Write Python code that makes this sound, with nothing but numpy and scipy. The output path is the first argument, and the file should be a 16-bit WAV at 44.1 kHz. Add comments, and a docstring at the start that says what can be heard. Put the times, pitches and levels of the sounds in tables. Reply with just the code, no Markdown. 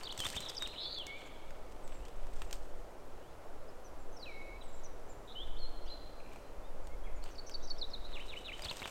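"""A light wind sighs in the tops of a conifer wood and rumbles on the microphone throughout.
At the start a hiker's boots crunch dry litter, snap twigs and thud on moss, while songbirds whistle,
chirp and buzz, echoing between the trunks. The boots then only shift now and then, and thin calls come
from the treetops. Halfway, one long whistle plunges; later come a run of dry ticks and a falling trill.
At the end the hiker walks on."""
import sys
import numpy as np
from scipy import signal
from scipy.fft import rfft, irfft, next_fast_len
from scipy.io import wavfile

SR = 44100
rng = np.random.default_rng(int(sys.argv[2]) if len(sys.argv) > 2 else 0)


def dump_mix(stems):
    """Bounce the given channels to the path in sys.argv[1] as a 16-bit WAV at rate SR."""
    frames = np.atleast_2d(stems).T  # one column per channel
    limited = np.clip(frames, -1, 1)  # hard clip at full scale
    pcm = np.round(limited * 32767).astype(np.int16)
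    wavfile.write(sys.argv[1], SR, pcm)


N = 392490
TIME = np.arange(N) / SR


def from_db(db):
    """Turn decibels into a number to multiply a sound by."""
    return 10 ** (np.asarray(db) / 20)


def rms_one(x):
    """Scale a signal so its average strength (rms) is 1."""
    return x / np.sqrt(np.mean(x ** 2) + 1e-20)


def add(out, start_s, sound):
    """Mix a sound in at its start time."""
    at = int(np.clip(round(start_s * SR), 0, N))
    out[at:at + len(sound)] += sound[:N - at]


def colour(x, tone):
    """Make lows and highs louder or softer, following a table of frequency_hz, level_db."""
    size = 2 * next_fast_len(N)
    hz, db = np.transpose(tone)
    bin_hz = np.arange(size // 2 + 1) * SR / size + 0.0009
    log_gain = np.log(from_db(np.interp(np.log(bin_hz), np.log(hz), db)))
    # minimum phase: the filter rings only after a sound, never before it
    cepstrum = irfft(log_gain)
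    cepstrum[1:size // 2] *= 2
    cepstrum[size // 2 + 1:] = 0
    return irfft(rfft(x, size) * np.exp(rfft(cepstrum)))[:N]


def noise(tone):
    """A steady rush of strength 1 with the given tone."""
    return rms_one(colour(rng.standard_normal(N), tone))


def drift(rate_hz):
    """A smooth random wobble of strength 1 that changes about rate_hz times a second."""
    hz = np.arange(N // 2 + 1) * SR / N
    return rms_one(irfft(rfft(rng.standard_normal(N)) / (1 + (hz / rate_hz) ** 2) ** 2, N))


# tone of the wind in the treetops: frequency_hz, level_db
SIGH_TONE = [(35, -12.5), (60, -3.5), (124, -13.5), (193, -15), (281, -11), (553, -7), (1200, -17.5),
             (1340, -18), (1550, -22), (2250, -27.5), (2770, -30), (3580, -33), (3850, -33.5), (7060, -36),
             (16000, -44)]
# tone of the wind on the microphone: frequency_hz, level_db
RUMBLE_TONE = [(2, -9), (5, -6), (8, 7.5), (14, -8), (25, -15.5), (45, -18), (70, -40), (120, -42.5),
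               (300, -59.5), (1000, -102)]
# gusts that swell and fade: peak_s, half_width_s, level_db
GUSTS = [(2.25, 0.47, -42), (4.55, 0.75, -49), (5.53, 0.097, -40), (5.85, 0.23, -44.5), (6.95, 0.34, -39.5),
         (8.02, 0.35, -43)]

def wind(sigh_db=-53.5, sway_db=-0.18, calm_db=-54.5, rumble_boost_db=8):
    """Air sighs through the treetops, and slow swirls press on the microphone."""
    sigh = from_db(sigh_db + sway_db * drift(6.0)) * noise(SIGH_TONE)
    power = from_db(calm_db) ** 2
    for peak_s, half_width_s, level_db in GUSTS:
        power = power + from_db(level_db) ** 2 * np.exp(-((TIME - peak_s) / half_width_s) ** 2)
    return sigh + np.sqrt(power) * from_db(rumble_boost_db) * noise(RUMBLE_TONE)


def grains(tone, per_s, spread_db, clump_db):
    """Tiny breaks of uneven size that come in clumps."""
    breaks = rng.random(N) < per_s / SR
    clumps = 2 * np.tanh(drift(76) / 2)
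    clicks = breaks * rng.standard_normal(N)
    size_db = spread_db * np.minimum(rng.exponential(1, N), 4) + clump_db * clumps
    return rms_one(colour(clicks * from_db(size_db), tone))


# tone of a dull crunch: frequency_hz, level_db
CRUNCH_TONE = [(40, -2), (150, -1), (400, -10), (1000, 1), (1700, -5.5), (3000, -4), (6000, -26.5),
               (16000, -32)]
# tone of a bright crackle: frequency_hz, level_db
CRACKLE_TONE = [(500, -8.5), (1500, -6.5), (3000, -2), (5500, -2.5), (8700, -1.5), (9600, -14.5),
                (10500, -19.5), (11700, -13), (13500, -14), (16000, -23)]
# boots pressing into the litter: peak_s, settle_s, crunch_db, crackle_db
STEPS = [(0.01, 0.069, -56, -64.5), (0.251, 0.18, -51, -50), (0.632, 0.018, -57, -58.5),
         (0.8, 0.23, -59, -88), (1.21, 0.16, -61, -70), (1.9, 0.9, -68, -76.5), (2.36, 0.2, -77, -70),
         (2.535, 0.018, -74, -58), (6.33, 0.1, -69, -70), (7.262, 0.064, -59, -68), (8.24, 0.5, -61.5, -70),
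         (8.663, 0.25, -54.5, -59), (8.85, 0.37, -55.5, -62)]

def litter(crunch_boost_db=2, crackle_boost_db=4, build_share=0.36):
    """Needles crunch and dry stalks crackle under the boots: each step builds quickly and dies away."""
    crunch, crackle = np.zeros(N), np.zeros(N)
    for peak_s, settle_s, crunch_db, crackle_db in STEPS:
        age = (TIME - peak_s) / settle_s
        press = np.exp(-np.maximum(age, -age / build_share))
        crunch = np.hypot(crunch, from_db(crunch_db + crunch_boost_db) * press)
        crackle = np.hypot(crackle, from_db(crackle_db + crackle_boost_db) * press)
    crunch *= grains(CRUNCH_TONE, per_s=2700, spread_db=4.5, clump_db=6.5)
    crackle *= grains(CRACKLE_TONE, per_s=5500, spread_db=3.0, clump_db=4.0)
    return crunch + crackle


def note(start_s, length_s, pitches_hz, level_db, echo_db=None, flutter_hz=0, swing_hz=0):
    """One bird note sliding through three pitches; returns start, times, pitch, loudness and echo."""
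    edge_s = 0.00468  # fade in and out
    t = np.arange(int((length_s + edge_s) * SR)) / SR
    edges = np.sin(np.pi / 2 * np.clip(np.minimum(t, t[-1] - t) / edge_s, 0, 1)) ** 2
    loudness = from_db(level_db) * edges * (0.5 + 0.5 * np.sin(np.pi * t / t[-1]))
    t = t - edge_s / 2
    u = t / length_s  # 0 at the start of the note, 1 at its end
    first, middle, last = pitches_hz
    pitch = first * (1 - u) * (1 - 2 * u) + middle * 4 * u * (1 - u) + last * u * (2 * u - 1)
    if swing_hz:  # a fluttering note is loudest just after the top of each pitch swing
        flutter = 2 * np.pi * flutter_hz * t
        pitch += swing_hz * np.sin(flutter)
        loudness *= from_db(-1) * (1 + 0.5 * np.sin(flutter - 1))
    if echo_db is None:  # louder notes get a smaller share of echo
        echo_db = -2 - max(level_db + 50, 0)
    return start_s, t, pitch, loudness, echo_db


# sliding whistles: start_s, length_s, first_hz, middle_hz, last_hz, level_db, echo_db
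WHISTLES = [(0.031, 0.017, 4380, 4540, 4940, -46, 2), (0.187, 0.06, 3600, 3090, 3250, -40, -7),
            (0.25, 0.021, 3025, 3640, 2870, -37, -18), (0.332, 0.022, 1600, 2150, 2960, -46.4, -6),
            (0.362, 0.0244, 2816, 3670, 2890, -33.5, -10), (0.55, 0.009, 4420, 5340, 6050, -46.5, -10),
            (0.602, 0.062, 3855, 3675, 3810, -39.5, -7.5), (0.648, 0.02, 3720, 3280, 2480, -46, -3),
            (0.726, 0.024, 2890, 2450, 2160, -56, 0), (0.759, 0.012, 2740, 3060, 3000, -44.5, -9),
            (0.8, 0.056, 5160, 5120, 5200, -56, -10), (0.831, 0.056, 3330, 3480, 3530, -41.5, -10),
            (0.962, 0.071, 3490, 3348, 2750, -43, -4), (1.069, 0.11, 2220, 2214, 2435, -47, -1),
            (1.979, 0.15, 2500, 3080, 4360, -70, -5), (3.175, 0.16, 2610, 3130, 4080, -73, -13),
            (3.68, 0.026, 4940, 5070, 5270, -66, -12), (4.611, 0.017, 3860, 3860, 2700, -56.5, 1),
            (4.833, 0.014, 5040, 6500, 6960, -58, -8), (5.088, 0.011, 6090, 7280, 7660, -65, -4),
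            (5.352, 0.087, 2917, 3170, 3625, -43, -8), (5.557, 0.035, 2990, 3660, 4470, -59, 2),
            (5.586, 0.084, 4380, 4240, 4155, -53, 4), (5.854, 0.052, 2625, 3540, 4240, -59.5, 4.5),
            (5.853, 0.02, 5250, 5720, 6850, -63, -4), (5.869, 0.024, 5180, 4700, 4530, -59, 6),
            (5.897, 0.057, 4000, 4080, 4060, -46.5, -3), (6.631, 0.073, 3460, 3670, 3630, -67.5, -18),
            (6.895, 0.062, 2080, 2150, 2150, -63.5, -10), (7.037, 0.032, 3230, 3330, 3250, -63, -5),
            (7.051, 0.037, 2640, 2230, 1950, -59, 3.5), (7.225, 0.02, 4170, 4520, 4650, -55, 0),
            (7.607, 0.06, 3250, 4030, 3700, -62, -2), (7.757, 0.028, 3050, 3580, 3800, -61, -3),
            (8.619, 0.014, 4830, 4800, 5000, -46, -12), (8.637, 0.012, 3680, 3930, 4200, -44, -7),
            (8.795, 0.0084, 5000, 4060, 3660, -48, -8)]

def whistles():
    """Birds whistle single notes, each one smooth slide."""
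    for start_s, length_s, *pitches_hz, level_db, echo_db in WHISTLES:
        yield note(start_s, length_s, pitches_hz, level_db, echo_db)


# snapping twigs: start_s, knock_db, crack_db, decay_s
SNAPS = [(0.0338, -39, -20.5, 0.0011), (0.124, -15, -22, 0.0019), (0.1767, -27, -13, 0.0032),
         (0.1917, -32, -14.5, 0.0023), (0.2029, -13, -7.5, 0.0022), (0.246, -27, -12, 0.0046),
         (0.2537, -2.5, -17, 0.0025), (0.2654, -7, -11.5, 0.0039), (0.302, -21, -14, 0.0005),
         (0.3653, -4, -16.5, 0.0028), (0.405, -22, -15, 0.0012), (0.4978, -27, -16, 0.0022),
         (0.623, -4, -14, 0.0013), (0.6738, -12, -17.5, 0.0019), (0.986, -29, -27, 0.0014),
         (1.0674, -25, -16, 0.0024), (1.507, -18, -31, 0.0016), (1.722, -30, -33, 0.003),
         (1.877, -42, -25, 0.0014), (2.0518, -28, -27.5, 0.0041), (2.083, -28, -28.5, 0.0033),
         (2.269, -23, -34, 0.001), (2.4193, -4.5, -21, 0.0019), (2.51, -20, -21, 0.0022),
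         (2.5281, -11.5, -10.5, 0.0014), (5.4738, -20, -37, 0.0016), (6.36, -16.5, -36, 0.001),
         (6.8718, -24, -27, 0.0012), (7.2401, -15, -25.5, 0.0006), (7.496, -14, -25, 0.0011),
         (8.389, -30, -30, 0.001), (8.6216, -30, -18, 0.00099), (8.7114, -4.5, -20, 0.003),
         (8.769, -22, -17.5, 0.0018), (8.819, -2.5, -30, 0.0011), (8.8284, -7, -25, 0.0011),
         (8.8775, -6, -22, 0.0011)]

def twigs(crack_boost_db=1, knock_cut_db=2.5, splinter_db=-19, splinter_s=0.018):
    """A twig breaks with a bright crack, a duller knock and a brief spray of splinters."""
    cracks, knocks = np.zeros(N), np.zeros(N)
    t = np.arange(SR // 10) / SR
    for start_s, knock_db, crack_db, decay_s in SNAPS:
        # fibres part one after another, ever more weakly
        fibres = rng.standard_normal(len(t)) * (rng.random(len(t)) < 0.4)
        fibres *= np.exp(-t / decay_s) + from_db(splinter_db) * np.exp(-t / splinter_s)
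        fibres[0] = 0.54  # the first break
        fibres /= np.sqrt(np.sum(fibres ** 2))
        add(cracks, start_s, from_db(crack_db + crack_boost_db) * fibres)
        add(knocks, start_s, from_db(knock_db - knock_cut_db) * fibres)
    return colour(cracks, CRACKLE_TONE) + colour(knocks, CRUNCH_TONE)


# pointed chirps: top_s, rise_s, fall_s, top_hz, level_db
CHIRPS = [(0.065, 0.012, 0.015, 4520, -42), (0.114, 0.023, 0.016, 4475, -42),
          (8.653, 0.012, 0.019, 4740, -40), (8.702, 0.019, 0.0208, 4570, -40.5),
          (8.846, 0.026, 0.017, 3910, -44)]

def chirps(rise_hz_per_s=72000, fall_hz_per_s=98000, sag_hz=196):
    """A bird sweeps up to a point and down again, along two slightly sagging slopes."""
    for top_s, rise_s, fall_s, top_hz, level_db in CHIRPS:
        first_hz = top_hz - rise_hz_per_s * rise_s
        last_hz = top_hz - fall_hz_per_s * fall_s
        yield note(top_s - rise_s, rise_s, (first_hz, (first_hz + top_hz) / 2 - sag_hz, top_hz), level_db)
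        yield note(top_s, fall_s, (top_hz, (top_hz + last_hz) / 2 - sag_hz, last_hz), level_db)


# heel and sole landing on soft ground: start_s, level_db, pitch_hz
THUDS = [(0.186, -43, 84.5), (0.257, -43, 85.5), (0.299, -51, 170), (0.354, -43, 65), (0.395, -47, 151),
         (8.65, -42.5, 69.5)]

def thuds(cycles_to_peak=0.66):
    """Mossy ground gives a low push that dies within a few cycles."""
    out, t = np.zeros(N), np.arange(SR // 5) / SR
    for start_s, level_db, pitch_hz in THUDS:
        age = pitch_hz * t / cycles_to_peak
        push = age ** 2 * np.exp(2 - 2 * age)
        add(out, start_s, from_db(level_db) * push * np.sin(2 * np.pi * pitch_hz * t))
    return out


# buzzed notes: start_s, length_s, first_hz, middle_hz, last_hz, level_db, flutter_hz, swing_hz
BUZZES = [(0.377, 0.14, 4020, 3900, 3690, -51, 53, 99), (0.456, 0.057, 3670, 3470, 3360, -46.5, 55, 151),
          (0.658, 0.16, 4020, 4080, 3820, -53.5, 38.2, 79), (0.773, 0.11, 3450, 3970, 4090, -39, 200, 340),
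          (0.871, 0.115, 4080, 4210, 4100, -43, 196, 360),
          (5.275, 0.057, 3650, 3635, 3850, -52.5, 150, 262),
          (8.04, 0.028, 3620, 3850, 4050, -50.5, 206, 170)]

def buzzes():
    """A bird's whistle flutters so fast that it buzzes."""
    for start_s, length_s, *pitches_hz, level_db, flutter_hz, swing_hz in BUZZES:
        yield note(start_s, length_s, pitches_hz, level_db, flutter_hz=flutter_hz, swing_hz=swing_hz)


def syllables(shape, repeats):
    """A bird repeats a syllable: a short group of notes, each smooth or buzzed."""
    for start_s, level_db in repeats:
        for delay_s, length_s, *pitches_hz, boost_db, swing_hz in shape:
            yield note(start_s + delay_s, length_s, pitches_hz, level_db + boost_db,
                       flutter_hz=199, swing_hz=swing_hz)


# notes of a twitter: delay_s, length_s, first_hz, middle_hz, last_hz, boost_db, swing_hz
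TWITTER = [(0, 0.0058, 5850, 5240, 6000, 1, 0), (0.0095, 0.01, 5230, 4750, 5670, 1, 0)]
# when it is sung: start_s, level_db
TWITTER_REPEATS = [(0.485, -42), (0.568, -42.5)]

def twitter():
    """A bird sings a pair of tiny high notes, twice."""
    return syllables(TWITTER, TWITTER_REPEATS)


# calls from the treetops: start_s, length_s, pitch_hz, level_db
THIN_CALLS = [(0.935, 0.02, 6660, -62), (1.254, 0.026, 7000, -64), (1.83, 0.042, 7950, -63),
              (1.9, 0.087, 7650, -67), (2.438, 0.078, 7550, -71), (3.843, 0.042, 5940, -61.5),
              (3.985, 0.053, 7350, -72), (4.625, 0.045, 8010, -66.5), (4.671, 0.045, 7460, -69),
              (4.725, 0.038, 7450, -63.5), (4.764, 0.04, 7450, -66), (4.846, 0.02, 5900, -50),
              (5.095, 0.035, 7140, -58.5), (6.84, 0.023, 6940, -67), (7.16, 0.025, 6900, -69)]

def thin_calls(droop_share=0.0463):
    """Thin, high calls quaver as they droop from just above their pitch to just below it."""
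    for start_s, length_s, pitch_hz, level_db in THIN_CALLS:
        pitches_hz = (pitch_hz * (1 + droop_share), pitch_hz, pitch_hz * (1 - droop_share))
        yield note(start_s, length_s, pitches_hz, level_db, echo_db=-3, flutter_hz=129, swing_hz=70)


# points along one long whistle: time_s, pitch_hz, level_db
PLUNGE = [(4.118, 6200, -65), (4.16, 6330, -69), (4.171, 5500, -50), (4.181, 5280, -61), (4.186, 5450, -73),
          (4.2, 4700, -56), (4.221, 4550, -62), (4.232, 4020, -45.5), (4.248, 3850, -53),
          (4.253, 3310, -61), (4.263, 2650, -45.5), (4.285, 2400, -49), (4.32, 2210, -54),
          (4.53, 2214, -52), (4.58, 2270, -58)]

def plunge(low_echo_db=-10, high_echo_db=1):
    """A whistle drops in steps and holds its low note; it echoes most while it is high."""
    time_s, pitch_hz, level_db = np.transpose(PLUNGE)
    t = TIME[(TIME >= time_s[0]) & (TIME <= time_s[-1])]
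    pitch = np.interp(t, time_s, pitch_hz)
    loudness = from_db(np.interp(t, time_s, level_db)) * signal.windows.tukey(len(t), 0.05)
    echo_db = np.interp(pitch, [pitch_hz.min(), 2 * pitch_hz.min()], [low_echo_db, high_echo_db])
    yield t[0], t - t[0], pitch, loudness, echo_db


# a run of dry ticks: start_s, level_db
TICKS = [(6.201, -54.5), (6.249, -57.5), (6.261, -54), (6.289, -56), (6.315, -54), (6.359, -53)]

def ticks(length_s=0.0054, pitches_hz=(2830, 2470, 2240)):
    """A bird's falling notes are so short that they sound like ticks."""
    for start_s, level_db in TICKS:
        yield note(start_s, length_s, pitches_hz, level_db)


# notes of the trill's syllables: delay_s, length_s, first_hz, middle_hz, last_hz, boost_db, swing_hz
HIGH_SYLLABLE = [(0.003, 0.032, 5950, 5800, 5820, -16.5, 380), (0.049, 0.0163, 6160, 4860, 4700, -15.5, 0),
                 (0.069, 0.0083, 4830, 5500, 6050, -22, 0), (0.077, 0.008, 5830, 4250, 3880, -5.5, 0),
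                 (0.08, 0.018, 4350, 4540, 4350, 0.5, 0)]
MIDDLE_SYLLABLE = [(0, 0.023, 5550, 5080, 4630, -17, 330), (0.032, 0.0208, 4470, 4030, 3540, -1, 0),
                   (0.058, 0.014, 3700, 3930, 3870, -5, 0)]
LOW_SYLLABLE = [(0, 0.038, 3880, 3760, 3210, -4.5, 170), (0.037, 0.024, 3000, 2634, 2160, -0.5, 0),
                (0.075, 0.028, 1920, 2900, 2980, -2.5, 0)]
# when each is sung: start_s, level_db
HIGH_REPEATS = [(7.302, -47), (7.462, -35), (7.624, -35)]
MIDDLE_REPEATS = [(7.781, -35), (7.901, -40.5)]
LOW_REPEATS = [(8.119, -42.5), (8.282, -42.5), (8.443, -41.5)]

def trill():
    """The near bird steps down through three syllables, repeating each."""
    yield from syllables(HIGH_SYLLABLE, HIGH_REPEATS)
    yield from syllables(MIDDLE_SYLLABLE, MIDDLE_REPEATS)
    yield from syllables(LOW_SYLLABLE, LOW_REPEATS)


def birds(waver_share=0.0098, shimmer_db=2.5):
    """A bird's voice box gives an almost pure tone; returns the song and the part sent among the trees."""
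    song, sent = np.zeros(N), np.zeros(N)
    waver = 1 + waver_share * drift(172)
    for call in (whistles, chirps, buzzes, twitter, thin_calls, plunge, ticks, trill):
        for start_s, t, pitch, loudness, echo_db in call():
            unsteady_pitch = pitch * np.interp(start_s + t, TIME, waver)
            tone = loudness * np.sin(2 * np.pi * np.cumsum(unsteady_pitch) / SR)
            add(song, start_s + t[0], tone)
            add(sent, start_s + t[0], tone * from_db(echo_db))
    return song * from_db(shimmer_db * drift(100)), sent


# tone of what the trunks send back: frequency_hz, level_db
ECHO_TONE = [(1000, -17.5), (2200, -2), (3500, 1.5), (4500, -4.5), (6000, -8), (9000, -1)]

def forest_echo(sound, far_fade_s=1.49, near_fade_s=0.11, near_db=4, build_s=0.0028, blur_rad=0.93):
    """Echoes from near trunks die fast, those from deep in the wood slowly."""
    t = np.arange(2 * SR) / SR
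    decay = from_db(-60 * t / far_fade_s) + from_db(near_db - 60 * t / near_fade_s)
    bounces = rng.standard_normal(len(t)) * decay * (1 - np.exp(-t / build_s))
    bounces /= np.sqrt(np.sum(bounces ** 2))
    echo = colour(signal.fftconvolve(sound, bounces)[:N], ECHO_TONE)
    # the echo's phase wanders, so held tones blur as they die
    return np.real(signal.hilbert(echo) * np.exp(1j * blur_rad * drift(110)))


def scene(step_echo_db=-13, song_echo_db=-24):
    """Birds, twigs and litter share the echo of the wood; thuds and wind have none."""
    song, sent = birds()
    steps = twigs() + litter()
    echo = forest_echo(sent + from_db(song_echo_db) * song + from_db(step_echo_db) * steps)
    return (song + steps + thuds() + echo + wind())[None]


def record(dry, cutoff_hz=15900):
    """The very highest treble is cut off steeply."""
    return signal.sosfilt(signal.ellip(12, 0.1, 80, cutoff_hz, fs=SR, output="sos"), dry)


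dry = scene()
out = record(dry)
dump_mix(out)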